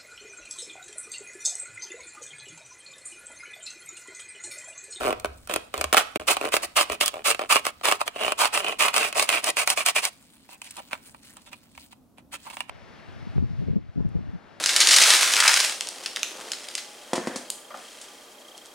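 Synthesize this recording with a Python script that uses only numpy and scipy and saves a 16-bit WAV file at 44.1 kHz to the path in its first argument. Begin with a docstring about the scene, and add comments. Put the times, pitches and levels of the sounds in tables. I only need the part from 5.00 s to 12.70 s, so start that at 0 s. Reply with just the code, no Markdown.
"""Sawing a coffee pod

A hand hacksaw works back and forth through a small plastic pod of coffee grounds, held on a table by a gloved hand.
Each stroke is a run of tooth ticks over rubbing noise, and now and then a snagged tooth snaps free.
Kicks and short bursts of noise pass through the resonances of cup wall, lid, rim and blade.
After five seconds the sawing stops, the glove shifts its grip with rustling noise,
and the blade is set lightly on the lid again. The table rumbles, and a small room adds echoes, hum and hiss."""
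import sys
import numpy as np
from scipy import signal
from scipy.fft import rfft, irfft, next_fast_len
from scipy.io import wavfile
from scipy.ndimage import uniform_filter1d, map_coordinates

SR = 44100
rng = np.random.default_rng(int(sys.argv[2]) if len(sys.argv) > 2 else 0)


def transcribe(signal):
    """Save signal, clipped to [-1, 1], as a 16-bit WAV file at the path in sys.argv[1]."""
    frames = np.atleast_2d(signal).T
    limited = np.clip(frames, -1, 1)
    pcm = np.round(limited * 32767).astype(np.int16)
    wavfile.write(sys.argv[1], SR, pcm)


N = 339570
TIME = np.arange(N) / SR
# frequencies [Hz] at which every filter is drawn
GRID = np.maximum(np.fft.rfftfreq(4096, 1 / SR), 1)

# saw strokes, level before the shares below: (start [s], speeding up [s], slowing down [s], level [dB],
#   tooth catches at top speed [per s], cup wall [dB], lid pitch [Hz], lid [dB], rim pitch [Hz], rim [dB])
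STROKES = [(-0.17, 0.25, 0.05, -31.5, 132, 2.5, 1390, 6.5, 2900, -4),
           (0.485, 0.016, 0.092, -33, 185, 5, 800.0, -0.5, 2390, -2),
           (0.72, 0.076, 0.051, -38.5, 158, 0.5, 1280.0, -0.5, 2690.0, -3.0),
           (0.945, 0.039, 0.051, -26.5, 450, 1, 1470.0, 6.5, 3400, 5),
           (1.148, 0.011, 0.02, -38, 270, 9.5, 889.8, -8.5, 2309, 4.5),
           (1.177, 0.026, 0.038, -45, 170, 2.5, 1530.0, 3.5, 3170, -2.5),
           (1.266, 0.027, 0.063, -21.5, 502, 0.5, 800.0, 1.5, 2402, 1.5),
           (1.392, 0.069, 0.036, -32, 164, 1.5, 1550.0, -1, 3300, -5.5),
           (1.514, 0.025, 0.05, -26, 530, 2, 800.0, -1.5, 2530.0, 2.5),
           (1.616, 0.023, 0.026, -29, 482, 1, 1340.0, -11, 3242, -9.5),
           (1.753, 0.023, 0.074, -22.5, 490, 2.5, 1109, 5.5, 2980, 4.5),
           (1.875, 0.063, 0.026, -35.5, 252, 5.5, 800.0, -3.5, 2411, 4.5),
           (2, 0.014, 0.038, -23.5, 467, 1.5, 810.0, -3.0, 2880, 3),
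           (2.03, 0.053, 0.015, -33.0, 710, 4.5, 880.0, -4.5, 3350, 9),
           (2.114, 0.049, 0.073, -45.0, 93, -1, 810.0, 4.5, 2480.0, 2),
           (2.239, 0.028, 0.076, -22, 547, 2, 800.0, -3, 2574, 4.5),
           (2.385, 0.024, 0.07, -40.5, 121, -2.5, 800.0, 4, 3233, 1),
           (2.488, 0.024, 0.099, -25, 580, 1, 1149, 3, 2550, 7),
           (2.636, 0.03, 0.046, -32, 427, 0.5, 1270.0, 4, 2618, 0.5),
           (2.829, 0.024, 0.13, -27, 426, 0, 1040.0, 4, 2486, 2.5),
           (2.985, 0.028, 0.029, -39, 360, -8, 969.3, 11.5, 3280.0, -3),
           (3.052, 0.02, 0.026, -39.5, 434, 6.5, 1541, 5.5, 3273, 5.5),
           (3.125, 0.13, 0.097, -34.5, 227, -2, 800.0, 4, 2913, 8.5),
           (3.37, 0.045, 0.078, -23, 555, -4, 950.0, 6.5, 3316, 2),
           (3.52, 0.024, 0.087, -26.5, 490, 1, 1529, 2, 2696, 6.5),
           (3.592, 0.11, 0.055, -33.5, 211, -1.5, 800.0, 2.5, 2848, 7.5),
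           (3.783, 0.026, 0.11, -24, 517, -2, 1021, 6.5, 2418, 8),
           (3.924, 0.044, 0.15, -26, 497, 1.5, 1551, 2, 2570, 6),
           (4.14, 0.042, 0.091, -25, 510, 0.5, 1501, -6, 3190.0, -4),
           (4.265, 0.067, 0.085, -26, 380, -3, 980.0, -2.5, 2509, 7.5),
           (4.415, 0.07, 0.034, -26, 390, -2, 1340.0, -6.5, 3299, -2.5),
           (4.556, 0.034, 0.064, -27, 650, 0.5, 1549, 4, 2458, 8.5),
           (4.653, 0.064, 0.029, -27.5, 740, -3, 810.0, 3, 2530, 1),
           (4.756, 0.029, 0.06, -28, 580, -0.5, 929.6, -2, 2509, 6),
           (4.845, 0.034, 0.039, -23, 645, -4.5, 1359, -4, 2103, 2),
           (4.943, 0.028, 0.045, -26, 710, -0.5, 1188, -1, 2459, 7),
           (5.01, 0.034, 0.056, -29.5, 670, -1.0, 1309, -5, 3010.0, 0.5),
           (5.498, 0.024, 0.052, -53.5, 290, 0.0, 929, 1, 2570.0, 8.5),
           (5.625, 0.032, 0.041, -48.5, 510, -7, 1250.0, -11, 2804, -1),
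           (5.759, 0.027, 0.024, -40.5, 210, 0.5, 800.0, 4.5, 2100.0, -5),
           (5.903, 0.019, 0.049, -42.5, 225, -3.5, 1548, 6, 2450.0, 4),
           (6.35, 0.019, 0.041, -57.5, 313, 2, 1130.0, 4, 2220.0, -5),
           (6.455, 0.012, 0.036, -54.5, 290, 0, 1059, -7, 3600, 9),
           (6.509, 0.024, 0.018, -50, 304, -0.5, 1340.0, -1.5, 2504, 6),
           (7.165, 0.02, 0.031, -59, 250, 3, 941, -4, 2277, 4),
           (7.319, 0.02, 0.029, -36.5, 400, -3, 800.0, -6.5, 2076, 0),
           (7.448, 0.018, 0.036, -48.5, 260, -1, 900, 9, 2100.0, 0),
           (7.495, 0.0084, 0.018, -45.5, 236, 0.5, 800.0, -1, 2980.0, 3),
           (7.52, 0.013, 0.02, -45.5, 280, -3, 950, 3, 2652, -3.0),
           (7.56, 0.032, 0.035, -53, 280, -3, 950, 2, 2777, 6),
           (7.675, 0.02, 0.018, -51.5, 240, -1, 1427, 4, 2453, 7)]
# how a stroke feeds cup wall, lid, rim, blade; a faster one is thinner and brighter:
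#   (share at the usual speed [dB], change [dB per doubling of speed])
STROKE_SHARES = [(-4.3, -5), (-3, -1.5), (0.13, -0.06), (-1.8, 4)]
USUAL_CATCHES_PER_S = 400
# loud snaps of a snagged tooth or of the blade landing, level before the shares below:
#   (time [s], level [dB], hardness as treble over bass [dB])
SNAPS = [(.1055, -31.5, -9), (.1262, -31, -7.5), (0.1978, -50.5, 21), (0.2454, -29, -9), (0.2554, -35.5, 0),
         (.473, -45.5, 11.5), (0.4957, -34, -6), (0.5376, -29, 11.5), (0.56, -25.5, 2), (0.7397, -29.5, -5),
         (.777, -35, 7), (0.8108, -24.5, 2.5), (0.8406, -24.5, 1.5), (.927, -18, 2.5), (0.9354, -22, 0.5),
         (0.9435, -20, -1), (0.968, -19.5, 2.5), (0.974, -19.5, 3.5), (.979, -19.5, 3.5), (1.1575, -28, -8),
         (1.1976, -40.5, -6.5), (1.3672, -26, -1.5), (1.4114, -31.5, -5.5), (1.451, -31, -7),
         (1.487, -37, 0.5), (1.539, -21.5, -3.5), (1.5658, -23, 6.5), (1.8095, -25.5, 4.5),
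         (1.898, -31, -5.5), (1.92, -32.5, 3), (1.929, -36, 1), (2.01, -21.5, 3), (2.059, -36.5, 30),
         (2.0788, -31, 21), (2.1395, -38.5, -5.5), (2.3022, -24.5, 5.5), (2.311, -26, 6), (2.3459, -33, 1),
         (2.3922, -30, -6.5), (2.4156, -33.5, -6), (2.5105, -25, 6.5), (2.524, -24, 4),
         (2.5569, -21.5, -3.5), (2.5645, -21, 1.5), (2.594, -38.5, 1), (2.652, -31.5, 6),
         (2.6657, -25, 3.5), (2.8535, -22.5, 7), (2.8845, -24, -1), (2.913, -24, 3.5), (2.922, -22, 2.5),
         (2.811, -46, -5.5), (3.006, -34.5, 1), (3.0132, -26.5, -5), (3.1594, -40, -12.5),
         (3.211, -36.5, -5), (3.234, -30, -0.5), (3.0773, -30, 7), (3.2463, -31.5, -6), (3.263, -32, -1.5),
         (3.2792, -29.5, -5), (3.3199, -24.5, -1), (3.446, -26, -1), (3.4541, -23, 1), (3.5738, -26, 1),
         (3.602, -34, -1.5), (3.644, -31.5, -0.5), (3.6824, -32, -2), (3.723, -35, -4), (3.834, -29.5, 3),
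         (3.849, -29, -1), (3.8822, -26.5, 5), (3.9406, -27, 8.5), (3.9628, -24.5, 9), (3.97, -24, 2.5),
         (3.979, -25, 10.5), (4.047, -30, 1.5), (4.1262, -36, 5.5), (4.195, -20.5, 7.5), (4.2242, -23, 9.5),
         (4.29, -22.5, 7.5), (4.3, -29, 6.5), (4.326, -29.5, 6.5), (4.3476, -30, -0.5),
         (4.4416, -26.5, 11.5), (4.501, -28.5, 12), (4.5684, -28, 4), (4.674, -22, 8.5),
         (4.7009, -25.5, 19), (4.774, -28.5, 5), (4.861, -23.5, 13), (4.885, -24.5, 8.5), (4.9615, -24, 6),
         (5.051, -31, 22.5), (5.49, -54, -13), (5.6164, -43, 10.5), (5.643, -53, 14), (5.7081, -48.5, 20),
         (5.7672, -48, 20), (5.93, -31.5, -6.5), (6.145, -50.5, -7), (6.368, -49.5, 10), (6.418, -64, 18),
         (6.75, -61, 10), (6.5296, -43.5, 2.5), (6.7764, -47.5, -1), (6.928, -52.5, -2.5),
         (7.1818, -52.5, -2), (7.467, -49, -3), (7.5, -46, 8), (7.5684, -39, -4), (7.6047, -33.5, 4),
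         (7.6939, -40.5, -8)]
# how a snap feeds cup wall, lid, rim, blade; a hard one rings the blade, a soft one the cup:
#   (share [dB], change [dB per dB of hardness])
SNAP_SHARES = [(-1.5, -0.76), (-1.7, -0.1744), (1.1, 0.1067), (-3, 0.6335)]
# lesser snags come by chance: how often, and how strong beside the stroke
SNAGS_PER_S, SNAG_DB = 14, -5
# spread of a tooth's strength from part to part, and from tooth to tooth
PART_SCATTER_DB, TOOTH_SPREAD_DB = 1.5, 2
# unevenness of tooth spacing: large in a free cut, small when the blade judders
CUT_JITTER, JUDDER_JITTER = .35, .07
# below this catch rate the blade judders instead of cutting freely, and how sharply that changes
JUDDER_PER_S, JUDDER_SHARPNESS = 254, 8
# share of the rasp that comes as separate ticks while the blade judders
JUDDER_BITE = .88

# radiating parts, cup wall, lid, rim, blade: (low edge [Hz], high edge [Hz], share in the first kick [0-1],
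#   decay of a snap's crunch by 60 dB [s], left-right likeness [0-1], lag of right ear [s])
PARTS = [(40.1, 828, .8, 0.028, 0.7, -.00025), (800, 1564, 0.49, 0.028, 0.36, -.00015),
         (1760, 3900, .4, .021, 0.3, .00005), (4160, 47000, 0, .015, 0.72, .000122)]
# colour of pod and saw together: (frequency [Hz], relative level [dB])
SAW_COLOUR = [(50, -25), (150, -23), (250, -11), (400, -5.5), (650, -4), (1000, -2), (1650, -7.5),
              (2600, -2.5), (3800, -8.5), (6800, -11.5), (9300, -7), (11700, -18), (13200, -14.5),
              (15800, -25.5)]
# resonances while the teeth cut freely: (frequency [Hz], width [Hz], height [dB])
MODES_CUT = [(461.4, 32, 4.5), (590, 59, 6.5), (689.5, 110, 9), (843, 41, 5.5), (1111, 120, 6),
             (1270, 120, 8), (1490, 220, 2.5), (1930, 26, 4), (2980, 280, 1), (4640, 680, 2.5)]
# resonances while the blade judders and shakes the whole pod: (frequency [Hz], width [Hz], height [dB])
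MODES_JUDDER = [(443, 160, 4), (600, 80, 5), (674, 90, 6), (880, 190, -6.5), (1072, 84, 4),
                (1330, 210, 2.5), (2010, 360, -1), (2464, 220, 5), (2980, 200, 3), (4060, 260, -0.5)]
# resonances while the blade only rests on the lid: (frequency [Hz], width [Hz], height [dB])
MODES_REST = [(437, 143, -18.5), (683.8, 160, -3.5), (920, 260, 3.5), (1520, 250, -1), (2550, 600, 0.5),
              (5602, 348, -2.5)]
SAWING_ENDS_S = 5.3
# the cup wall sounds mostly below the first; lid and rim each ring in a band of their width
CUP_TOP_HZ, LID_WIDTH_HZ, RIM_WIDTH_HZ = 640, 320, 500
# a bending wave of this frequency takes this long to spread from the cut
BEND_HZ, BEND_S = 1000, .0016
# echo from the blade's clamp: usual delay, its relative swing as the saw travels, strength [0-1]
CLAMP_ECHO_S, CLAMP_TRAVEL, CLAMP_SHARE = .0018, .15, .35
# left ear against right: (frequency [Hz], left minus right [dB])
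BALANCE_DB = [(100, -3.5), (400, 1), (700, 2.5), (1200, -6), (1800, -1), (2600, -5), (3300, -5.5),
              (4300, 0), (6000, 0), (15000, -1)]
# extra top octave at the start, the time over which it fades, and where it begins
SIZZLE_DB, SIZZLE_FADES_S, SIZZLE_HZ = 5.5, 5.4, 12000

# the glove slides on the pod: (start [s], length [s], level [dB])
RUBS = [(5.069, 0.087, -61), (5.481, 0.08, -48.5), (5.598, 0.29, -51), (5.839, 0.17, -55.5),
        (6.011, 0.12, -51), (6.198, 0.18, -52.5), (6.501, 0.051, -66), (6.616, 0.07, -58),
        (6.733, 0.16, -54), (6.906, .035, -52.5), (7.31, 0.067, -46), (7.368, 0.29, -49.5)]
# colour of the glove's plastic film: (frequency [Hz], relative level [dB])
GLOVE_COLOUR = [(300, -11.5), (900, -4), (2500, 0), (4200, 2), (6000, -4.5), (9000, 0.5), (12000, -9),
                (15000, -4.5)]
# faint rustle of the gripping glove: level, how long it takes to fade, and when the hand has come to rest
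GRIP_DB, GRIP_FADES_S, HAND_RESTS_S = -61, 0.49, 7.05
# share of the glove's sound that comes as separate crinkles
CRINKLE_SHARE = .65

# lowest mode of the table
TABLE_HZ = 72
# the jerking saw rocks the table: (time [s], peak [dB], swelling [s])
JOLTS = [(0.265, -37, .025), (0.772, -39, .024), (0.84, -37, .026), (1.195, -45, .012), (1.905, -42, .01),
         (3.24, -51, .012), (6.77, -53, .015)]
# the table's rumble under the hands: (time [s], level [dB])
RUMBLE = [(0, -48), (.25, -51), (.55, -56), (.65, -62.5), (1, -63.5), (2.1, -66.5), (3.6, -68),
          (4.3, -82.5)]

# colour of the room hum: (frequency [Hz], relative level [dB])
HUM_COLOUR = [(15, -41), (25, -12), (64, -3.5), (165, -2), (266, 3.3), (338, -7), (368, -10.5),
              (585, -11.5), (782, -14), (945, -16), (1500, -25), (1950, -46.5), (3300, -120)]
# level of the hum before its slow changes
HUM_DB = -59
# the room's tail: (time [s], level [dB])
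LINGER = [(0, -13), (1.7, -17), (2.75, -24), (4, -16.5), (5.2, -24.5), (7.7, -18.5)]
# colour of the echoes: (frequency [Hz], gain [dB])
ROOM_COLOUR = [(100, 2.5), (500, 0.5), (1500, 2), (4000, 1), (9000, -4.5), (16000, -11.5)]
ROOM_T60_S = 0.43
# the sound drops out: (from [s], to [s])
DROPOUT = (1.175, 1.197)
CUTOFF_HZ = 15800


def from_db(db):
    """Turn decibels into a gain."""
    return 10 ** (np.asarray(db) / 20)


def on_grid(points):
    """Turn a table of frequencies and decibels into gains on the frequency grid."""
    hz, db = np.transpose(points)
    return from_db(np.interp(np.log(GRID), np.log(hz), db))


def unit(gains):
    """Scale a filter so that white noise keeps its power."""
    return gains / np.sqrt(np.mean(gains ** 2))


def resonances(modes):
    """Draw gains with a peak or dip for each resonance."""
    return from_db(sum(db / (1 + (2 * (GRID - hz) / width) ** 2) for hz, width, db in modes))


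def filtered(x, gains):
    """Filter with these gains, answering at once and never ahead of the sound (minimum phase)."""
    cepstrum = irfft(np.log(gains + 1e-6))
    half = len(cepstrum) // 2
    # folding the cepstrum forward gives the minimum-phase response
    cepstrum[1:half] *= 2
    cepstrum[half + 1:] = 0
    response = irfft(np.exp(rfft(cepstrum)))
    return np.apply_along_axis(lambda row: signal.oaconvolve(row, response)[:N], -1, x)


def late(x, delay_s):
    """Shift each frequency's phase by its own delay, given as a function of Hz."""
    size = next_fast_len(N + SR // 10)
    hz = np.maximum(np.fft.rfftfreq(size, 1 / SR), 1)
    turned = rfft(x, size) * np.exp(-2j * np.pi * hz * delay_s(hz))
    return irfft(turned, size)[..., :N]


def stereo_noise(likeness, lag_s=0):
    """Make white noise at two ears, partly shared, with the shared part later on the right."""
    shared, left, right = rng.standard_normal((3, N))
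    common = np.array([shared, late(shared, lambda hz: lag_s)])
    return np.sqrt(likeness) * common + np.sqrt(1 - likeness) * np.array([left, right])


def wobble(time_s):
    """Drift slowly by chance with spread 1; after its 4000 points it holds its last value."""
    slow = signal.lfilter([1], [1, -.8], rng.standard_normal(4000))
    return np.interp(TIME * 5 / time_s + 50, np.arange(len(slow)), slow / slow.std())


def die_away(energy, t60):
    """Spread each parcel of energy over an exponential decay."""
    keep = 10 ** (-6 / (t60 * SR))
    return signal.lfilter([1 - keep], [1, -keep], energy + 1e-18)


def catches(per_s, jitter, spread_db):
    """Make unevenly spaced, unevenly strong parcels of energy with a mean power near 1."""
    pace, strength = np.clip(rng.standard_normal((2, 8000)), -2, 2)
    turn = (np.cumsum(per_s) / SR).astype(int)
    uneven_rate = per_s * np.exp(jitter * pace[turn] - jitter ** 2 / 2)
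    count = (np.cumsum(uneven_rate) / SR).astype(int)
    size = from_db(spread_db * strength[count]) ** 2
    return np.diff(count, prepend=0) * size / size.mean() * SR / per_s


def strokes(bell, slowest):
    """Feed power to each part and set the catch rate as the hand speeds up and slows down."""
    power, per_s, top_rate = np.zeros((len(PARTS), N)), np.full(N, 40.), np.zeros(N)
    usual_db, speed_db = np.transpose(STROKE_SHARES)[:, :, None]
    for start, rise_s, fall_s, level_db, rate, *_ in STROKES:
        turns = start + np.cumsum([0, rise_s, fall_s])
        now = slice(*np.searchsorted(TIME, turns[::2]))
        speed = np.abs(np.sin(np.interp(TIME[now], turns, [0, np.pi / 2, np.pi])))
        part_db = level_db + usual_db + speed_db * np.log2(rate / USUAL_CATCHES_PER_S)
        power[:, now] += (from_db(part_db) * speed ** bell) ** 2
        per_s[now] = rate * np.maximum(speed, slowest)
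        # the top rate of the latest stroke stays until the next one
        top_rate[now.start:] = rate
    return power, per_s, top_rate


def juddering(top_rate):
    """Tell how far a slow stroke judders instead of cutting freely, from 0 to 1."""
    return 1 / (1 + (top_rate / JUDDER_PER_S) ** JUDDER_SHARPNESS)


def contacts(top_rate):
    """Describe how the blade bears on the pod, as pairs of (share over time, resonant response)."""
    resting = 1. * (TIME > SAWING_ENDS_S)
    judder = (1 - resting) * juddering(top_rate)
    kinds = [(resting, MODES_REST), (judder, MODES_JUDDER), (1 - resting - judder, MODES_CUT)]
    return [(share, on_grid(SAW_COLOUR) * resonances(modes)) for share, modes in kinds]


def snaps(stroke_power, length_s):
    """Throw energy into each part as teeth come free: lesser snags by chance, then the loud snaps."""
    energy = stroke_power * from_db(SNAG_DB) ** 2 * (rng.random(N) < SNAGS_PER_S / SR)
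    share_db, hardening = np.transpose(SNAP_SHARES)
    for time_s, level_db, hardness_db in SNAPS:
        part_db = level_db + share_db + hardening * hardness_db
        energy[:, min(round(time_s * SR), N - 1)] += from_db(part_db) ** 2
    return energy * length_s * SR


def along_blade(x):
    """Return each tick from the blade's clamp; the path changes as the saw travels, so the ring shifts."""
    delay_s = CLAMP_ECHO_S * np.exp(CLAMP_TRAVEL * wobble(time_s=.15))
    echo = np.array([map_coordinates(ear, [(TIME - delay_s) * SR], order=3) for ear in x])
    return (x + CLAMP_SHARE * echo) / np.hypot(1, CLAMP_SHARE)


def flexing(x):
    """Bend the shell anew each stroke: the cup wall is freed or damped, lid and rim ring at new pitches."""
    out = np.zeros_like(x)
    edges = [*np.searchsorted(TIME, [row[0] for row in STROKES]), N]
    for (*_, cup_db, lid_hz, lid_db, rim_hz, rim_db), first, last in zip(STROKES, edges, edges[1:]):
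        cup = from_db(cup_db / (1 + (GRID / CUP_TOP_HZ) ** 4))
        lid_and_rim = resonances([(lid_hz, LID_WIDTH_HZ, lid_db), (rim_hz, RIM_WIDTH_HZ, rim_db)])
        rung = filtered(x[:, first:last], cup * lid_and_rim)
        # the ringing runs on into the next stroke
        out[:, first:first + rung.shape[1]] += rung[:, :N - first]
    return out


def sawing(stroke_db, snap_db, bite, tooth_t60, press_db, flicker_db, blade_grain):
    """Tick teeth over a bed of rubbing; each tick or snap sends a kick and a crunch into the resonances."""
    power, per_s, top_rate = strokes(bell=1.393, slowest=.8)
    judder = juddering(top_rate)
    jitter = CUT_JITTER + (JUDDER_JITTER - CUT_JITTER) * judder
    teeth = catches(per_s, jitter, spread_db=TOOTH_SPREAD_DB)
    snags = snaps(power * (1 - judder), length_s=0.0062)
    states = contacts(top_rate)
    pressure_db = press_db * wobble(time_s=.006)
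    bite = bite + (JUDDER_BITE - bite) * judder
    force = 0
    for k, (low, high, kick, snap_t60, likeness, lag) in enumerate(PARTS):
        # the hand presses unevenly, and the shifting contact favours now one part, now another
        drive = power[k] * from_db(stroke_db + pressure_db + flicker_db * wobble(time_s=.01)) ** 2
        scatter = from_db(PART_SCATTER_DB * rng.standard_normal(N)) ** 2
        # the blade hisses more smoothly than the plastic
        ticking = bite * (blade_grain if k == len(PARTS) - 1 else 1)
        ticks = ticking * drive * teeth * scatter / scatter.mean()
        snapped = from_db(snap_db) ** 2 * snags[k]
        kicks = np.sqrt(kick * (ticks + snapped))
        crunch = (1 - kick) * (die_away(ticks, tooth_t60) + die_away(snapped, snap_t60))
        rubbing = (1 - ticking) * drive
        push = np.array([kicks, late(kicks, lambda hz: lag)])
        push = push + np.sqrt(crunch + rubbing) * stereo_noise(likeness, lag)
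        band = 1 / np.sqrt((1 + (low / GRID) ** 8) * (1 + (GRID / high) ** 8))
        # resonances colour a part without making it louder
        gain = sum(share * np.sqrt(np.mean((band * response) ** 2)) for share, response in states)
        rung = filtered(push / gain, band)
        # the lid swings against wall and rim; rim and blade hear the echo along the steel
        if k == 0:
            force = force + rung
        elif k == 1:
            force = force - rung
        else:
            force = force + along_blade(rung)
    # low bending waves travel slowest, so each tick is a tiny falling chirp
    force = late(force, lambda hz: 2 * BEND_S * np.sqrt(BEND_HZ / hz))
    out = flexing(sum(filtered(force * share, response) for share, response in states))
    # lid and rim face the right ear
    tilt = on_grid(BALANCE_DB)
    left = np.sqrt(2 / (1 + tilt ** -2))
    return np.array([filtered(out[0], left), filtered(out[1], left / tilt)])


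def sizzle(x):
    """Lift the top octave while the cut is still fresh, less and less as time goes on."""
    top = signal.sosfiltfilt(signal.butter(4, SIZZLE_HZ, "high", fs=SR, output="sos"), x)
    lift_db = SIZZLE_DB * np.clip(1 - TIME / SIZZLE_FADES_S, 0, 1)
    return x + top * (from_db(lift_db) - 1)


def glove(level_db, crinkles_per_s, crinkle_t60, patchy_db):
    """Slide and crinkle thin plastic film in rubs that swell and fade; each size of fold rustles alone."""
    rubs = sum(from_db(db) * np.sin(np.pi * np.clip((TIME - start) / length_s, 0, 1))
               for start, length_s, db in RUBS)
    grip = from_db(GRIP_DB) * np.clip((HAND_RESTS_S - TIME) / GRIP_FADES_S, 0, 1)
    level = from_db(level_db) * np.hypot(rubs, grip)
    crinkle = die_away(catches(np.full(N, crinkles_per_s), jitter=0.8, spread_db=2.0), crinkle_t60)
    grain = np.sqrt(1 - CRINKLE_SHARE + CRINKLE_SHARE * crinkle)
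    sliding = level * grain * stereo_noise(0.56, .00012)
    folds, below = 0, 0
    # cut the noise into bands, one for each size of fold
    for hz in np.geomspace(1000, 18000, 9):
        upto = signal.sosfiltfilt(signal.butter(4, hz, fs=SR, output="sos"), sliding + 1e-18)
        folds = folds + (upto - below) * from_db(patchy_db * wobble(time_s=.02))
        below = upto
    return filtered(folds, unit(on_grid(GLOVE_COLOUR)))


def table(rumble_width_hz):
    """Swell each jolt into a few swings of the table, over the rumble kept up by the leaning hands."""
    swing = 0
    for start, db, swell_s in JOLTS:
        age = np.maximum(TIME - start, 0)
        swell = (age / swell_s * np.exp(1 - age / swell_s)) ** 2
        swing = swing + from_db(db) * swell * np.sin(2 * np.pi * TABLE_HZ * age)
    peak = 1 / (1 + (2 * (GRID - TABLE_HZ) / rumble_width_hz) ** 2)
    rumble = filtered(stereo_noise(.9), unit(peak))
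    return swing + rumble * from_db(np.interp(TIME, *np.transpose(RUMBLE)))


def background(hiss_db, sawing_hum_db, waver_db):
    """Make a low, wavering room hum from noise, fainter during the sawing, and a faint hiss."""
    hum = from_db(HUM_DB) * filtered(stereo_noise(0.64), unit(on_grid(HUM_COLOUR)))
    change_db = np.interp(TIME, [5.2, 6.2], [sawing_hum_db, 0]) + waver_db * wobble(time_s=.12)
    return hum * from_db(change_db) + from_db(hiss_db) * stereo_noise(.3)


def echoes(x, t60, gap_s):
    """Smear the sound over a fading burst of noise that begins after a short gap, as many echoes would."""
    age = TIME[:SR]
    tail = rng.standard_normal((2, SR)) * from_db(-60 * age / t60) * (age > gap_s)
    tail = tail / np.sqrt(np.sum(tail ** 2, axis=1, keepdims=True))
    return signal.oaconvolve(x, tail, axes=1)[:, :N]


def room(x, early_db, early_t60):
    """Add close reflections from the table and a longer, blurred tail."""
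    linger = from_db(np.interp(TIME, *np.transpose(LINGER)))
    early = from_db(early_db) * echoes(x, early_t60, gap_s=0.0046)
    wet = early + linger * echoes(x, ROOM_T60_S, gap_s=0.011)
    return filtered(wet, on_grid(ROOM_COLOUR))


def scene():
    """Bring saw, glove and table together in a small room."""
    saw = sawing(stroke_db=-1.0, snap_db=0, bite=0.65, tooth_t60=0.0082,
                 press_db=1.1, flicker_db=1.88, blade_grain=0.46)
    film = glove(level_db=0.0, crinkles_per_s=200.0, crinkle_t60=0.0092, patchy_db=3.5)
    near = sizzle(saw) + film
    far = background(hiss_db=-71.5, sawing_hum_db=-2.5, waver_db=1.2)
    return near + room(near, early_db=-13.0, early_t60=0.041) + table(rumble_width_hz=64) + far


def record(dry):
    """Drop the sound out for an instant, round the tallest peaks and cut the top."""
    sounding = 1. * ((TIME < DROPOUT[0]) | (TIME > DROPOUT[1]))
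    # soften the edges of the gap over 40 samples
    live = uniform_filter1d(sounding, size=40)
    rounded = live * dry / (1 + (dry / .8) ** 4) ** .25
    return signal.sosfilt(signal.ellip(12, .1, 80, CUTOFF_HZ, fs=SR, output="sos"), rounded)


dry = scene()
out = record(dry)
transcribe(out)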